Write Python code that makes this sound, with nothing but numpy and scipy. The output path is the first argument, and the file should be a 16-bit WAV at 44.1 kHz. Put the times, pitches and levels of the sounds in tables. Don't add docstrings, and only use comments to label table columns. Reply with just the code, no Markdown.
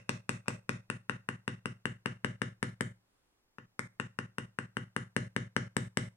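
import sys
import numpy as np
from scipy import signal
from scipy.io import wavfile
from scipy.ndimage import uniform_filter1d

SR = 44100
rng = np.random.default_rng(int(sys.argv[2]) if len(sys.argv) > 2 else 0)


def decibels_to_gain(level_db):
    exponent = np.asarray(level_db, float) / 20
    return 10 ** exponent


def pcm_store(signal):
    levels = np.round(np.clip(np.atleast_2d(signal), -1, 1) * 32767)
    wavfile.write(sys.argv[1], SR, levels.astype(np.int16).T)


N = 271656

# start in seconds, click in dB, thump in dB over click, steel ring in dB over click.
BLOWS = [(.092, -21.5, -11.5, -17.5), (.292, -22, -11, -16.5), (0.4813, -21.5, -12, -14),
         (0.6921, -22, -10.5, -21), (.9, -23.5, -12.5, -19), (1.0954, -22, -13.5, -23.5),
         (1.288, -23.5, -12.5, -21.5), (1.478, -22.5, -11.5, -23), (1.6567, -24.5, -11, -19),
         (1.8548, -22, -11.5, -20), (2.0584, -20.5, -13, -24.5), (2.2455, -20, -11.5, -23),
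         (2.4174, -20, -12.5, -25.5), (2.6277, -19.5, -12, -20), (2.808, -20, -11.5, -17),
         (3.5838, -35, -14.5, -38), (3.7921, -28.5, -11, -12), (3.9985, -24, -12.5, -22),
         (4.188, -24.5, -12, -25.5), (4.3828, -24, -12.5, -19), (4.587, -24.5, -12.5, -24.5),
         (4.7687, -23.5, -11, -20), (4.9637, -20, -13.5, -21), (5.1643, -17.5, -11.5, -20.5),
         (5.3632, -19.5, -11, -22.5), (5.5644, -18.5, -11, -22), (5.7661, -18.5, -10, -15.5),
         (5.9714, -18, -11, -16)]
EARLIER_BLOW = (-.085, -22, -14, -19)
# time in seconds,
# lower mode in Hz, upper mode in Hz, upper mode in dB over click, askew landing in dB over click.
FACE = [(.09, 1605, 2523, -7.5, -13), (0.701, 1540, 2474, -9.5, -16), (.9, 1450, 2630, -14, -21.5),
        (2.05, 1670, 2736, -10.5, -22.5), (2.809, 1713, 2880, -22.5, -20.5), (3.58, 1420, 2707, -14, -27.5),
        (3.79, 1360, 2070, -3.5, -15), (4.001, 1490, 2706, -12.5, -21.5), (4.799, 1563, 2750, -13.5, -24),
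        (5.16, 1675, 2870, -18, -21), (5.97, 1704, 2880, -16, -17.5)]


def evened(x):
    return x / np.sqrt(np.mean(x ** 2) + 1e-20)


def read_curve(points, hz):
    f, value = np.transpose(points)
    return np.interp(np.log(hz + 1), np.log(f + 1), value)


def add(mix, s, sound):
    at = round(s * SR)
    sound = sound[:, max(-at, 0):]
    part = mix[:, max(at, 0):][:, :sound.shape[1]]
    part += sound[:, :part.shape[1]]


def ring(hz, t60, t):
    t = np.maximum(t, 0)
    return np.sin(2 * np.pi * hz * t) * decibels_to_gain(-60 * t / t60)


def noise(shape, same, frames, size=256):
    a, b, c, d = rng.standard_normal((frames, size // 2 + 1, 4)).T
    left = a + 1j * b
    right = same * left + np.sqrt(1 - same ** 2) * (c + 1j * d)
    return signal.istft(np.array([left, right]) * shape, nperseg=size, noverlap=size * 3 // 4)[1]


def hum():
    # frequency in Hz, level in dB per Hz.
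    hum_colour = [(12, -29), (22, -2), (60, -8), (200, -10), (360, -10), (520, -14), (1000, -15),
                  (3000, -21), (5000, -22), (9000, -27), (16500, -31)]
    # frequency in Hz, left-right likeness from -1 to 1.
    likeness = [(60, 1), (240, 0.55), (950, 0.18), (3770, -0.91), (15000, -0.22)]
    hz = np.fft.rfftfreq(2048, 1 / SR)[:, None]
    same = np.clip(read_curve(likeness, hz), -1, 1)
    air = noise(decibels_to_gain(read_curve(hum_colour, hz)), same, N // 512 + 5, 2048)[:, :N]
    return decibels_to_gain(-77.5) * evened(air)


def click(modes, pitch, late, port_lag):
    t = np.maximum(np.arange(1024) / SR - late - np.array([[0], [port_lag]]), 0)
    out = np.zeros((2, 1024))
    for (hz, crest, *db), (detune, spread) in zip(modes, rng.standard_normal((5, 2))):
        swell = (t / crest) ** 2 * np.exp(2 - 2 * t / crest)
        hz = hz * pitch * (1 + .012 * detune)
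        db = np.array(db) + 1.5 * spread
        out += decibels_to_gain(db)[:, None] * swell * np.sin(2 * np.pi * hz * t)
    return out


def contact(lower_hz, upper_hz, rim_db, askew_db, steel_db):
    # factor on the lower mode, seconds to the crest, left in dB, right in dB.
    mallet_modes = [(.82, 0.0012, -9.5, -13.5), (1.0, 0.00089, 4, -7), (1.19, 0.0013, -7.5, -11.5)]
    # factor on the upper mode, seconds to the crest, left in dB, right in dB.
    rim_modes = [(.92, 0.0019, -18, -9.5), (1.02, 0.0013, 7.5, 2)]
    # Hz, seconds to the crest, left in dB, right in dB.
    body_modes = [(607, 0.0031, -6.5, -13), (901.4, 0.002, -10, -16), (1081, 0.0015, -0.5, -9)]
    edge_modes = [(4010, 0.0006, -2, 1), (4620, 0.00077, -3, -6.5), (5877, 0.00055, 3.5, -8),
                  (6180, 0.00051, -20.5, -2.5), (7380, 0.00072, -19.5, -7)]
    steel_modes = [(8657, 0.0006, 2, -1), (9377, 0.00057, 2.5, -19.5), (9913, 0.00057, -2, -30),
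                   (12300, 0.00066, -19, -32), (15000, 0.00057, -35, -26.5)]
    out = click(mallet_modes, lower_hz, 0, 0.00016)
    out += decibels_to_gain(rim_db) * click(rim_modes, upper_hz, 0.00035, 0.00027)
    out -= decibels_to_gain(0.59 * askew_db - 1.1) * click(body_modes, 0.8996, 0, 0.00022)
    out += decibels_to_gain(askew_db + 3) * click(edge_modes, 0.904, 0.000429, 0.0003145)
    out += decibels_to_gain(steel_db + 7.5) * click(steel_modes, 0.97, .0009, .00024)
    return out


def bench():
    # frequency in Hz, t60 in seconds, signed swing left, signed swing right.
    bench_modes = [(50, 0.6, 0.08, 0.17), (86.5, 0.12, -0.82, 0.07), (111.0, 0.8, -0.99, -0.87),
                   (129.2, 0.314, -2.22, -1.8), (153.8, 0.12, -3.32, -2.36), (169.5, 0.202, -2.21, -1.98),
                   (183.5, 0.8, -0.47, -0.61), (199.7, 0.795, -0.17, -0.25), (225.1, 0.269, 1.2, 1.26),
                   (245.6, 0.21, 0.78, 0.14), (263.7, 0.206, 1.14, 0.52), (289.7, 0.12, -1.0, -0.97),
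                   (340, 0.24, -0.42, -0.32), (375.4, 0.24, 0.6, 0.36), (407.2, 0.12, 0.78, 0.13),
                   (492.5, 0.12, -0.68, -0.4), (528.0, 0.25, -0.3, 0.05)]
    # Hz, t60 in seconds, swing left, swing right, delay in seconds.
    thump_modes = [(164, .031, 13.8, 8.2, 0), (371, .019, -5, -.7, .0017)]
    t = np.arange(SR // 2) / SR
    out = np.zeros((2, len(t)))
    for hz, t60, left, right in bench_modes:
        out += np.outer([left, right], ring(hz, t60, t))
    for hz, t60, left, right, lag in thump_modes:
        out += np.outer([left, right], ring(hz, t60, t - lag))
    no_push = signal.butter(2, 14, "high", fs=SR, output="sos")
    out = signal.sosfiltfilt(no_push, out, padlen=0)
    return out / 6.0 * decibels_to_gain(-70.0 * np.maximum(t - .11, 0))


def slab():
    # frequency in Hz, level in dB, t60 in seconds.
    slab_modes = [(500.7, -0.5, 0.16), (1140, -16, 0.47), (1260, -4, 0.11), (1470, -1, 0.24),
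                  (1696, 1.5, 0.15), (1949, -4, 0.22), (2019, -32.5, 5.0), (2100, -8, 0.073),
                  (2245, -14, 0.11), (2842, -9.5, 0.068), (3020, -17, 0.26), (3090, -16, 0.25)]
    t = np.arange(SR // 4) / SR
    out = np.zeros((2, len(t)))
    for hz, db, t60 in slab_modes:
        sides = np.sign(rng.standard_normal(2))
        out += decibels_to_gain(db) * np.outer(sides, ring(hz, np.clip(t60, .1, .4), t))
    fade_in = 1 - np.exp(-(t / .008) ** 2)
    return out * decibels_to_gain([[-19.5], [-23.0]]) * fade_in


def room_tail():
    # frequency in Hz, left in dB, right in dB.
    room_colour = [(307, -20.5, -30.5), (473, -6.5, 3), (800, -20, -15), (1900, -18, -8), (2960, -20, -12),
                   (3800, -4.5, -11.5), (5100, -29.5, -10.5), (7020, -11, -1.5), (8920, -18.5, -22.5),
                   (10900, -29.5, -15), (12500, -19.5, -19), (15700, -27.5, -18)]
    # frequency in Hz, t60 in seconds.
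    room_decay = [(400, 0.43), (1500, 0.4), (3000, 0.37), (8000, 0.32), (15000, 1)]
    hz = np.fft.rfftfreq(256, 1 / SR)[:, None]
    t = np.arange(300) * 64 / SR
    f, *ports = np.transpose(room_colour)
    colour_db = np.array([read_curve(np.transpose([f, db]), hz) for db in ports])
    tail = noise(decibels_to_gain(colour_db - 60 * t / read_curve(room_decay, hz)), 0.096, frames=300)
    return tail * (1 - np.exp(-(np.arange(tail.shape[1]) / SR / 0.0021) ** 2))


def blows():
    # start in seconds, click in dB,
    # thump in dB over click, steel in dB over click.
    grazes = [
        (0.459, -44, -37, -30.5),
        (0.466, -40.5, -31, -35),
        (.504, -36.5, -31, -28.5),
    ]
    # lower mode in Hz, upper mode in Hz, upper in dB, askew in dB.
    graze_face = (1150, 2400, -11, -18)
    # delay in seconds, level in dB.
    echoes = [(.0048, -30.5), (.0085, -5.5), (.011, -11.5), (0.0142, -10.5), (0.016, -17), (0.022, -18),
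              (0.041, -18.5)]
    out = np.zeros((2, N))
    thump, usual_tail = bench(), room_tail()
    other_tails = np.array([room_tail() for _ in range(4)])
    rings = slab()
    when, *spot = np.transpose(FACE)
    struck = [EARLIER_BLOW, *BLOWS]
    landings = [[np.interp(blow[0], when, v) for v in spot] for blow in struck]
    landings += [graze_face for _ in grazes]
    for (s, db, thump_db, steel_db), landing in zip([*struck, *grazes], landings):
        direct = contact(*landing, steel_db)
        variation = np.tensordot(rng.standard_normal(len(other_tails)), other_tails, axes=1)
        tail = 0.57 * usual_tail + 0.091 * variation
        add(out, s + .0001, decibels_to_gain(db + 3.5) * direct)
        for lag, echo_db in echoes:
            add(out, s + lag, decibels_to_gain(db - 7.5 + echo_db) * (direct + 0.17 * direct[::-1]))
        add(out, s + .0001, decibels_to_gain(db + thump_db + 9.5) * thump)
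        add(out, s, decibels_to_gain(db) * rings)
        add(out, s, decibels_to_gain(db - 36.5) * signal.fftconvolve(direct, tail, axes=1))
    return out


def rub():
    # frequency in Hz, level in dB per Hz.
    rub_colour = [(200, -6), (400, 0), (700, -5), (1150, -3), (2200, -10), (3600, -11), (6000, -19),
                  (8300, -13), (9000, -16), (9800, -11), (11000, -22), (14000, -40)]
    # time in seconds, level in dB.
    rub_course = [
        (2.96, -100),
        (3.04, -90),
        (3.149, -84.5),
        (3.28, -86.5),
        (3.399, -89.5),
        (3.5, -103.5),
        (3.57, -102),
    ]
    s, db = np.transpose(rub_course)
    hz = np.fft.rfftfreq(256, 1 / SR)[:, None]
    friction = evened(noise(decibels_to_gain(read_curve(rub_colour, hz)), 0.088, frames=N // 64 + 5)[:, :N])
    return friction * decibels_to_gain(np.interp(np.arange(N) / SR, s, db, -130, -130) + 21.0)


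def gate():
    open_s, hold_s, shut_s, sink_s = 0.0087, 0.0763, .118, 0.17
    t, open_db = np.arange(N) / SR, np.zeros(N)
    when, *_, askew = np.transpose(FACE)
    for s, db, thump_db, _ in [EARLIER_BLOW, *BLOWS]:
        share = np.clip(0.47 - 0.07 * (db + thump_db + 32.5), 0, 1)
        hold = hold_s + .0012 * max(np.interp(s, when, askew) + 21.0, 0)
        held_db = 14.5 + 46.5 * np.maximum(t - s - .035, 0)
        for until, step_db in [(sink_s, 4.5), (shut_s, 4.6 + 14.1 * (1 - share)), (hold, held_db)]:
            open_db = np.where((t > s - open_s) & (t < s + until), step_db, open_db)
    return decibels_to_gain(uniform_filter1d(open_db, size=200) - 16.5)


def scene():
    return blows() + rub()


def roll_off(x):
    return signal.sosfilt(signal.butter(12, 16780, fs=SR, output="sos"), x)


def record(dry):
    edge = signal.firwin(255, 16300, window=("kaiser", 7), fs=SR)[None]
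    mix = signal.oaconvolve(dry * gate() + hum(), edge, "same")
    return roll_off(mix)


dry = scene()
out = record(dry)
pcm_store(out)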